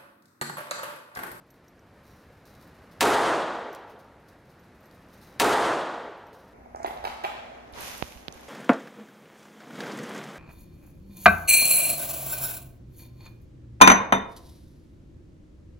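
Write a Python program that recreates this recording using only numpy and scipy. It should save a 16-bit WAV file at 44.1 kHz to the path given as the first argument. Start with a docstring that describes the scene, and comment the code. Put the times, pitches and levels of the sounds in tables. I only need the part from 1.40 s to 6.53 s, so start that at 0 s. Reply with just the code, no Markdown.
"""Two shots from a small-bore pistol in a concrete indoor range, heard by a close microphone.
First the ventilation creeps up, with pings of spent brass on the floor and small ticks and scuffs.
At 1.6 s the hammer clicks, the muzzle blast overloads the microphone and the action clacks shut.
The hall reverberates in a long roar, held flat by gain control, and more brass lands and rings.
At 4.0 s the second shot raises the same echoes, which die away into the ventilation."""
import sys
import numpy as np
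from scipy import signal
from scipy.fft import irfft
from scipy.io import wavfile
from scipy.ndimage import uniform_filter1d

SR = 44100
rng = np.random.default_rng(int(sys.argv[2]) if len(sys.argv) > 2 else 0)


def wav_out(sig):
    """Save sig, one row per channel (or a flat mono array), as 16-bit PCM at SR to the path in sys.argv[1]."""
    wavfile.write(sys.argv[1], SR, np.round(np.clip(np.atleast_2d(sig).T, -1, 1) * 32767).astype(np.int16))


N = 226365


def amp(db):
    """Amplitude ratio of a level in decibels."""
    return 10 ** (np.asarray(db) / 20)


def unit(x):
    """Normalisation to rms 1."""
    return x / np.sqrt(np.mean(x ** 2) + 1e-20)


def read(points, hz):
    """Interpolation on a log-frequency axis."""
    f, value = np.transpose(points)
    return np.interp(np.log(hz + 1), np.log(f + 1), value)


def add(mix, s, sound):
    """Superposition of a sound on the mix at time s."""
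    part = mix[:, max(round(s * SR), 0):][:, :sound.shape[-1]]
    part += sound[..., :part.shape[1]]


def noise_bins(spectrum, size, width):
    """Partial coherence: a random-phase spectrum reaches two close capsules as mid plus or minus side."""
    hz = np.fft.rfftfreq(size, 1 / SR)
    mid, side = np.exp(2j * np.pi * rng.random((2, len(hz))))
    side = side * amp(read(width, hz))
    return hz, np.array([mid + side, mid - side]) * amp(read(spectrum, hz))


# stereo width of quiet sounds from all around: (frequency [Hz], side re mid [dB])
AMBIENT_WIDTH = [(100, -51), (250, -50), (400, -38), (700, -15.5), (1200, -12.5), (2400, -14), (4400, -9),
                 (8000, -8.5), (13000, -23)]
def noise(spectrum, size, width=AMBIENT_WIDTH):
    """Fourier synthesis of coloured stereo noise of rms 1."""
    _, bins = noise_bins(spectrum, size, width)
    return unit(irfft(bins, size))


def burst(spectrum, rise_s, decay_s, width=AMBIENT_WIDTH):
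    """A noise transient with exponential growth and decay."""
    t = np.arange(SR // 2) / SR
    return noise(spectrum, len(t), width) * (1 - np.exp(-t / rise_s)) * np.exp(-t / decay_s)


def ring(modes):
    """Free vibration of a struck body: a sum of damped modes."""
    t = np.arange(SR // 2) / SR
    return sum(amp(db - 60 * t / t60) * np.sin(2 * np.pi * (hz * t + rng.random()))
               for hz, db, t60 in modes)


# spectrum of the air handling: (frequency [Hz], relative density [dB])
VENT_SPECTRUM = [(15, -43), (25, -13.5), (71, -1.5), (178, -3), (305, -5.5), (349, -7), (399, -9),
                 (482, -7), (871, -13), (1800, -16.5), (3260, -28.5), (3930, -29.5), (7910, -39.5),
                 (13200, -40.5), (15500, -61)]
def ventilation(level_db=-51, waver_db=0.5):
    """Broadband flow noise with a slight random amplitude modulation."""
    waver = unit(uniform_filter1d(rng.standard_normal(N), SR // 10))
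    return amp(level_db + waver_db * waver) * noise(VENT_SPECTRUM, N)


# spectrum of a small contact: (frequency [Hz], relative density [dB])
CONTACT_SPECTRUM = [(300, -23), (2500, -8), (3400, -1.5), (4200, 3.5), (5800, -1.5), (8000, -4),
                    (13500, -2.5), (16000, -8)]
# metallic modes rung by a tick: (frequency [Hz], relative level [dB], T60 [s])
TICK_MODES = [(3900, 4, .5), (4120, -1.5, 0.44), (4450, -3, .4), (5230, -3, .4), (5700, 3, .4),
              (5950, -4, .3), (6430, -4, .4)]
def tick(wash_db=-18, ring_db=-37):
    """Impulse response of a tiny contact: a click, a brief wash and a faint ring."""
    click = burst(CONTACT_SPECTRUM, rise_s=0.00021, decay_s=0.00072)
    wash = burst(CONTACT_SPECTRUM, rise_s=0.00089, decay_s=0.01)
    return click + amp(wash_db) * wash + amp(ring_db) * ring(TICK_MODES)


# single sharp contacts: (time [s], relative level [dB])
TICK_EVENTS = [(1.0545, -48), (1.1508, -50), (2.3493, -33), (3.5119, -51), (4.931, -48)]
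def ticks(gain_db=4):
    """Impulsive excitation: isolated contacts sound one tick each."""
    out = np.zeros((2, N))
    for s, db in TICK_EVENTS:
        add(out, s, amp(db + gain_db) * tick())
    return out


def swish_envelope(per_s=13, spread_db=7, decay_s=0.038, count=120):
    """Exponential relaxation after unevenly spaced kicks: the envelope of faint swishes, of rms 1."""
    step, size = rng.random((count, 2)).T
    onsets = np.cumsum(step + .5) / per_s * SR
    kicks = np.bincount(onsets.astype(int), amp(spread_db * (2 * size - 1)), N)[:N]
    return unit(signal.lfilter([1], [1, -np.exp(-1 / (decay_s * SR))], kicks))


# the louder scuffs: (time [s], relative level [dB], decay time [s])
SCUFF_EVENTS = [(.652, -63.5, 0.13), (1.054, -61.5, 0.097), (1.197, -62, 0.024), (2.494, -57, 0.022),
                (2.586, -55.5, 0.017), (2.88, -61.5, 0.025), (3.52, -64, 0.034), (3.724, -60, 0.04),
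                (3.812, -59.5, 0.047), (4.932, -62.5, 0.083)]
def scuffs(gain_db=1, rise_s=0.003, grains_per_s=250, spread_db=2.5, idle_db=-72, contacts=4):
    """Friction noise: a few points of contact each give a random train of tiny ticks."""
    out, t = np.zeros((2, N)), np.arange(N) / SR
    rubbing = amp(idle_db) * swish_envelope()
    for s, db, decay_s in SCUFF_EVENTS:
        age = np.maximum(t - s, 0)
        rubbing += amp(db + gain_db) * (1 - np.exp(-age / rise_s)) * np.exp(-age / decay_s)
    for _ in range(contacts):
        sizes = amp(spread_db * np.minimum(rng.exponential(1, N), 3)) * rng.choice([-1, 1], N)
        grains = unit(sizes * (rng.random(N) < grains_per_s / SR)) * rubbing
        response = tick()
        response /= np.linalg.norm(response[0])
        out += signal.oaconvolve(grains[None], response, axes=1)[:, :N] / np.sqrt(contacts)
    return out


# ringing and knocking modes of a case: (frequency [Hz], relative level [dB], T60 [s])
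RING_MODES = [(12000, -1, 0.11), (11900, -13, 0.11)]
KNOCK_MODES = [(5530, -2, .015), (5720, 2, 0.024), (6270, -2, 0.016)]
# spent cases landing: (time [s], relative level [dB], knock offset [dB])
LANDINGS = [(0.1044, -51, -11), (0.2822, -59, 2), (0.3935, -65.5, 2), (2.3285, -50, -6), (2.3314, -48, -7),
            (3.1941, -62, -9), (3.4057, -63, -16), (3.4565, -58, -14), (4.8668, -60, -4)]
def brass(knock_db=5, contact_db=-4):
    """Impact on concrete excites the modes of an empty case: a tick, a short knock, a thin high ring."""
    out = np.zeros((2, N))
    for s, db, offset_db in LANDINGS:
        metal = ring(RING_MODES) + amp(offset_db + knock_db) * ring(KNOCK_MODES)
        contact = burst(CONTACT_SPECTRUM, rise_s=0.0002, decay_s=0.0058)
        add(out, s, amp(db) * (metal + amp(contact_db) * contact))
    return out


def wander(t, per_s):
    """Random fluctuation of rms 1, with per_s fresh values a second."""
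    values = rng.standard_normal(2048)
    return unit(np.interp(t * per_s, np.arange(len(values)), values))


# echo paths across the hall's height, width, firing booths and length: (round trip [s],
# half duration [s], centre [Hz], half bandwidth [octaves], first lift [dB], lift kept per trip [ratio])
ECHO_PATHS = [(0.009, 0.0054, 793, 0.58, 8.5, .15), (0.0315, 0.019, 266, 0.82, 11.5, .5),
              (0.055, 0.014, 1900, 0.7, 4, .6), (.159, 0.012, 1150, 2.3, 4.5, 0.27)]
def flutter_db(t, hz, count=4):
    """Flutter echo: facing surfaces lift a band's level once each round trip, less every time."""
    trips = np.arange(count)[:, None]
    lift = 0
    for trip_s, half_s, centre, octaves, db, kept in ECHO_PATHS:
        returns = kept ** trips * np.exp(-((t - (trips + 1) * trip_s) / half_s) ** 2)
        in_band = np.exp(-(np.log2(hz / centre) / octaves) ** 2)
        lift += db * returns.sum(0) * in_band
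    return lift


# stereo width of the shots: (frequency [Hz], side re mid [dB])
SHOT_WIDTH = [(40, -27), (150, -37), (280, -42.5), (500, -26.5), (1000, -17), (2200, -15.5), (4500, -14),
              (8000, -17.5), (11000, -55)]
# strongest standing waves of the hall: (frequency [Hz], lift [dB])
ROOM_MODES = [(324, 3.5), (432, 5), (475, 3.5), (545, 6.5), (607, 3), (679, 5), (718, 2.5), (834, 4),
              (886, 3), (930, 6.5), (976, 2), (1080, 1), (1136, 3.5), (1228, 5), (1337, 5.5), (1432, 3.5),
              (1909, 7.5), (3135, 5.5)]
# reverberation bands: (frequency [Hz], relative initial density [dB], T60 [s])
HALL_BANDS = [(25, -42, 1), (51.2, -14.5, 0.86), (102, -11.5, 0.83), (200, -10, 1.334), (376, 0, 1.36),
              (533, -1.5, 1.4), (787, 2, 1.305), (1506, -3.5, 1.244), (2410, -14, 1.23), (3370, -15, 1.18),
              (5360, -20, 0.97), (8660, -20, 0.77), (12250, -25.5, 0.6), (16000, -32.5, 0.43)]
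def roar(build_s=0.01, build_cycles=0.7, mode_width_hz=7, scatter_db=1.0, scatter_per_s=70):
    """Reverberation: each band builds up, swells with wall echoes and decays at its own rate."""
    t = np.arange(2 * SR) / SR
    hz, bins = noise_bins([row[:2] for row in HALL_BANDS], len(t), SHOT_WIDTH)
    bins *= amp(sum(db * np.exp(-((hz - f) / mode_width_hz) ** 2 / 2) for f, db in ROOM_MODES))
    bins /= irfft(bins).std()
    centres, out = [row[0] for row in HALL_BANDS], 0
    for (f, _, t60), share in zip(HALL_BANDS, np.eye(len(HALL_BANDS))):
        band = irfft(bins * read(list(zip(centres, share)), hz))
        echo_db = flutter_db(t, f) + scatter_db * wander(t, scatter_per_s)  # stray echoes bunch by chance
        build = 1 - np.exp(-t / (build_s + build_cycles / f))  # bass needs longer to fill the hall
        out += band * build * amp(echo_db - 60 * t / t60)
    return out


# spectrum of the crack: (frequency [Hz], relative density [dB])
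CRACK_SPECTRUM = [(60, -13.5), (250, -12), (700, -37), (1500, 5.5), (2200, 5.5), (3500, 3), (5800, -1.5),
                  (9000, -4), (14500, -11)]
def muzzle_crack(positive_phase_s=0.00028):
    """A Friedlander blast wave and its scatter off hands and booth saturate the microphone."""
    phase = np.arange(SR // 2) / SR / positive_phase_s
    pulse = (1 - phase) * np.exp(-phase)  # overpressure, then suction
    blast = pulse + burst(CRACK_SPECTRUM, rise_s=0.00029, decay_s=0.0087, width=SHOT_WIDTH)
    return blast / np.sqrt(1 + blast.mean(0) ** 2)


# the action, from hammer fall to closing bolt: (time from shot [s], relative level [dB], decay time [s])
ACTION_CLACKS = [(-.0053, -48.5, 0.0045), (-.0018, -25, 0.0023), (0.017, -10.5, 0.00091),
                 (0.0193, -6, .005), (.0455, -11.5, 0.0055)]
# the shots: (time [s], relative level [dB])
SHOT_EVENTS = [(1.6075, 2.5), (3.9980, 1)]
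def pistol(direct_db=3, roar_db=-3, clack_rise_s=0.00061):
    """Time invariance: gun and microphone stay in place, so both shots raise the same echoes."""
    crack, hall = muzzle_crack(), roar()
    clacks = [(delay, amp(db) * burst(CRACK_SPECTRUM, clack_rise_s, decay_s, SHOT_WIDTH))
              for delay, db, decay_s in ACTION_CLACKS]
    out = np.zeros((2, N))
    for s, db in SHOT_EVENTS:
        add(out, s, amp(db + direct_db) * crack)
        add(out, s, amp(db + roar_db) * hall)
        for delay, clack in clacks:
            add(out, s + delay, amp(db + direct_db) * clack)
    return out


def scene():
    """Superposition of all sources at the microphone."""
    return pistol() + brass() + ticks() + scuffs() + ventilation()


def hold(db, db_per_s):
    """Peak detection: follows each rise at once and falls back at a fixed rate."""
    fall = np.arange(N) * db_per_s / SR
    return np.maximum.accumulate(db + fall) - fall


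def record(dry, threshold_db=-26, slope=0.71, slow_depth_db=8.0, start_duck_db=6.5,
           ceiling=0.46, cutoff_hz=15900):
    """Dynamic compression with a quick and a slow recovery, then soft clipping and a band limit."""
    power = abs(uniform_filter1d((dry ** 2).mean(0), size=260))
    reduction_db = slope * np.maximum(10 * np.log10(power + 1e-12) - threshold_db, 0)
    slow_db = np.minimum(reduction_db, slow_depth_db)
    slow_db[0] = max(slow_db[0], start_duck_db)  # the gain starts low, so the ventilation creeps up
    held_db = np.maximum(hold(reduction_db, db_per_s=130), hold(slow_db, db_per_s=3.9))
    duck_db = uniform_filter1d(held_db, size=60)
    clipped = ceiling * np.tanh(dry * amp(-duck_db) / ceiling)
    low_pass = signal.firwin(401, cutoff_hz, window=("kaiser", 8), fs=SR)
    return signal.oaconvolve(clipped, low_pass[None], "same")


dry = scene()
out = record(dry)
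wav_out(out)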